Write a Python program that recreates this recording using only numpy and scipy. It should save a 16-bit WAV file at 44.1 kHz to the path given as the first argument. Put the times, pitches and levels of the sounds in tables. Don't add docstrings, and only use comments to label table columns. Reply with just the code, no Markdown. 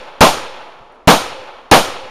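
import sys
import numpy as np
from scipy import signal
from scipy.io import wavfile

SR = 44100
rng = np.random.default_rng(int(sys.argv[2]) if len(sys.argv) > 2 else 0)


def unload_audio(sound):
    columns = np.transpose(np.atleast_2d(sound))
    steps = np.round(np.clip(columns, -1, 1) * 32767)
    wavfile.write(sys.argv[1], SR, steps.astype(np.int16))


def volts_from_decibels(level):
    exponent = np.asarray(level, float) / 20
    return 10 ** exponent


N = 92610
LEAD = SR // 2
SINCE_START = np.arange(N + LEAD) / SR
T = SINCE_START - LEAD / SR
CRACK_S = 0.0012

# start in seconds, strength in dB, share of the common echo pattern (0-1),
# offset swing in dB, delay of the blast after the start in seconds.
SHOTS = [(-.33, -2, 0.96, -0.5, .002), (.2066, -1, 0.49, -1, 0.0024), (1.0733, -1.5, 0.89, -4, 0.0016),
         (1.7123, -1, 0.89, -1, 0.0057)]


def at_hz(points, hz):
    points_hz, values = np.transpose(points)
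    return np.interp(np.log(hz), np.log(points_hz), values)


def cut(x, hz, kind, order=2):
    return signal.sosfilt(signal.butter(order, hz, kind, fs=SR, output="sos"), x)


def bands(rows):
    white = rng.standard_normal((2, rows, N + LEAD))
    edges_hz = 22 * 2 ** (np.arange(30) / 3)
    return [(np.sqrt(low * high), cut(white[k % 2], [low, high], "band"))
            for k, (low, high) in enumerate(zip(edges_hz, edges_hz[1:]))]


def loudness(spectrum):
    gains = volts_from_decibels(at_hz(spectrum, np.linspace(35, SR / 2, 2000)))
    return np.sqrt(np.mean(gains ** 2))


def hump(t, peak_s, sharpness):
    return (t / peak_s * np.exp(1 - t / peak_s)) ** sharpness


def hush():
    level_db = -46.5
    # frequency in Hz, relative density in dB per Hz.
    spectrum = [(18, -32), (30, 4.5), (97, -13), (552, 2.5), (1300, -5.5), (1690, -27), (3320, -22.5),
                (11600, -43.5), (15000, -59)]
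    noise_sum = sum(volts_from_decibels(at_hz(spectrum, hz)) * noise[0] for hz, noise in bands(1))
    return volts_from_decibels(level_db) * noise_sum / loudness(spectrum)


def crack():
    level_db, low_hz, high_hz = 4, 600, 10000
    hiss = cut(rng.standard_normal(N + LEAD), [low_hz, high_hz], "band")
    swell = (SINCE_START / CRACK_S) ** 2 * np.exp(-SINCE_START / CRACK_S)
    return volts_from_decibels(level_db) * hiss * swell


def blast(delay_s):
    level_db, positive_s, damping = 20, 0.003, 1.89
    after = np.maximum(SINCE_START - delay_s, 0) / positive_s
    return volts_from_decibels(level_db) * (SINCE_START > delay_s) * (1 - after) * np.exp(-damping * after)


def offset_swing():
    dip_s, dip_db, dip_sharpness = 0.08, -16, 8.0
    rebound_s, rebound_db, settle_s = 0.17, -21, 0.2
    t = SINCE_START
    rebound = (1 - np.exp(-(t / rebound_s) ** 4)) * np.exp(-t / settle_s)
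    return volts_from_decibels(rebound_db) * rebound - volts_from_decibels(dip_db) * hump(t, dip_s, dip_sharpness)


def resonances(rows):
    boom_hz, boom_db, boom_t60_s = [152.3, 336], 3, 0.2
    ring_sharpness = 3.08
    # frequency in Hz, width in Hz, relative level in dB, delay of the peak in seconds.
    rings = [(520, 72, -35.5, 0.21), (850, 65, -40, .3), (1276, 56, -30, 0.1)]
    white = rng.standard_normal((rows, N + LEAD))
    boom = cut(white, boom_hz, "band")
    out = boom / boom.std() * volts_from_decibels(boom_db - 60 * SINCE_START / boom_t60_s)
    for hz, width_hz, db, peak_s in rings:
        ring = signal.lfilter(*signal.iirpeak(hz, hz / width_hz, fs=SR), white)
        out = out + ring / ring.std() * volts_from_decibels(db) * hump(SINCE_START, peak_s, ring_sharpness)
    return out


def tail_swell_db():
    width_s, lumps_db, lumps_hz = 0.018, 2.5, 40
    # delay in seconds, low-frequency level change in dB (negative dips).
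    swells = [(.13, 2.5), (.19, -1.5), (0.228, 2), (.285, -2.5), (.315, -5), (0.402, 3), (.42, -0.5),
              (.53, 1.5)]
    swell_db = sum(db * np.exp(-0.5 * ((SINCE_START - s) / width_s) ** 2) for s, db in swells)
    lumps = cut(rng.standard_normal(N + LEAD), lumps_hz, "low")
    return swell_db + lumps_db * lumps / lumps.std()


def echoes():
    walls_db, walls_hold_s = 6.5, 0.017
    banks_db, banks_at_s = -34, 0.39
    swell_top_hz, rise_s = 1800, 0.003
    # frequency in Hz, relative density in dB per Hz.
    walls = [(29, -39), (50, -1), (120, -38.5), (250, -9.5), (480, -1), (850, 1), (1350, -4.5), (1650, -10),
             (2100, -10.5), (2940, -11), (5000, -21.5), (8840, -26), (15300, -29)]
    banks = [(29, -38.5), (50, -27.5), (108, -18), (191, -23.5), (267, -9), (511, -3), (886, -1),
             (1350, -3), (1750, -10.5), (2900, -8.5), (4200, -16.5), (6000, -29), (8840, -37.5),
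             (15300, -88)]
    # frequency in Hz, time to fall by 60 dB in seconds.
    walls_t60 = [(60, 0.089), (250, 0.15), (700, 0.24), (2000, 0.17), (3500, 0.27), (6000, 0.39),
                 (12000, 0.31)]
    banks_t60 = [(60, 0.55), (250, 1), (700, 1.8), (2000, 1.54), (5000, 0.87), (12000, 0.27)]

    t, rows = SINCE_START, len(SHOTS) + 1
    swell_db = tail_swell_db()
    out = resonances(rows)
    for hz, noise in bands(rows):
        walls_fall_db = 60 * np.maximum(t - walls_hold_s, 0) / at_hz(walls_t60, hz)
        near = volts_from_decibels(walls_db + at_hz(walls, hz) - walls_fall_db) / loudness(walls)
        banks_fall_db = 60 * (t - banks_at_s) / at_hz(banks_t60, hz)
        far = volts_from_decibels(banks_db + at_hz(banks, hz) - banks_fall_db) / loudness(banks)
        far = far * volts_from_decibels(swell_db / (1 + (hz / swell_top_hz) ** 2))
        out = out + noise * np.hypot(near, far)
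    return out * (1 - np.exp(-np.maximum(t - CRACK_S, 0) / rise_s))


def hollow_returns():
    # delay in seconds, frequency in Hz, relative level in dB,
    # half-length (Gaussian sigma) in seconds.
    tones = [(0.214, 510, -27, 0.007), (0.235, 105, -43.5, 0.011), (0.328, 87, -43, 0.0086),
             (0.288, 850, -32.5, 0.021), (0.306, 520, -31.5, 0.0098), (0.327, 525, -31.5, 0.0096),
             (0.423, 880, -41.5, 0.017)]
    out = np.zeros(N + LEAD)
    for delay_s, hz, db, half_s in tones:
        envelope = np.exp(-0.5 * ((SINCE_START - delay_s) / half_s) ** 2)
        phase = rng.uniform(0, 2 * np.pi)
        out += volts_from_decibels(db) * envelope * np.sin(2 * np.pi * hz * SINCE_START + phase)
    return out


def pistol():
    tails, swing, out = echoes(), offset_swing(), np.zeros(N + LEAD)
    tails[0] += hollow_returns()
    for k, (start_s, db, common, swing_db, blast_delay_s) in enumerate(SHOTS):
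        tail = common * tails[0] + np.sqrt(1 - common ** 2) * tails[k + 1]
        sound = crack() + blast(blast_delay_s) + volts_from_decibels(swing_db) * swing + tail
        start = int(start_s * SR) + LEAD
        out[start:] += volts_from_decibels(db) * sound[:N + LEAD - start]
    return out


def puff():
    centre_s, sigma_s, level_db, top_hz = 0.81, 0.019, -50, 120
    noise = cut(rng.standard_normal(len(T)), top_hz, "low")
    return volts_from_decibels(level_db) * noise / noise.std() * np.exp(-0.5 * ((T - centre_s) / sigma_s) ** 2)


def case_ticks():
    decay_s, low_hz, high_hz = 0.0045, 6300, 11600
    # start in seconds, initial gain on the noise in dB.
    ticks = [(.922, -57), (.935, -68), (.947, -58), (.957, -63), (.98, -68)]
    envelope = sum(volts_from_decibels(db) * (T > s) * np.exp(-np.maximum(T - s, 0) / decay_s) for s, db in ticks)
    return envelope * cut(rng.standard_normal(len(T)), [low_hz, high_hz], "band")


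def scene():
    mix = hush() + pistol() + puff() + case_ticks()
    return mix[None, LEAD:]


def overload(x):
    ceiling, knee = 0.95, 12
    return x / (1 + np.abs(x / ceiling) ** knee) ** (1 / knee)


def recorder_response(x):
    roll_hz, limit_hz = 10650, 15280
    # frequency in Hz, width in Hz, depth (0-1).
    dips = [(7860, 850, 0.8), (11140, 210, .8)]
    x = cut(x, roll_hz, "low")
    for hz, width_hz, depth in dips:
        x = x - depth * signal.lfilter(*signal.iirpeak(hz, hz / width_hz, fs=SR), x)
    band_limit = signal.ellip(10, 0.2, 60, limit_hz, fs=SR, output="sos")
    return signal.sosfilt(band_limit, x)


def top_cut(x):
    return signal.sosfilt(signal.butter(12, 15480, fs=SR, output="sos"), x)


def record(dry):
    finished = recorder_response(overload(dry))
    return top_cut(finished)


dry = scene()
out = record(dry)
unload_audio(out)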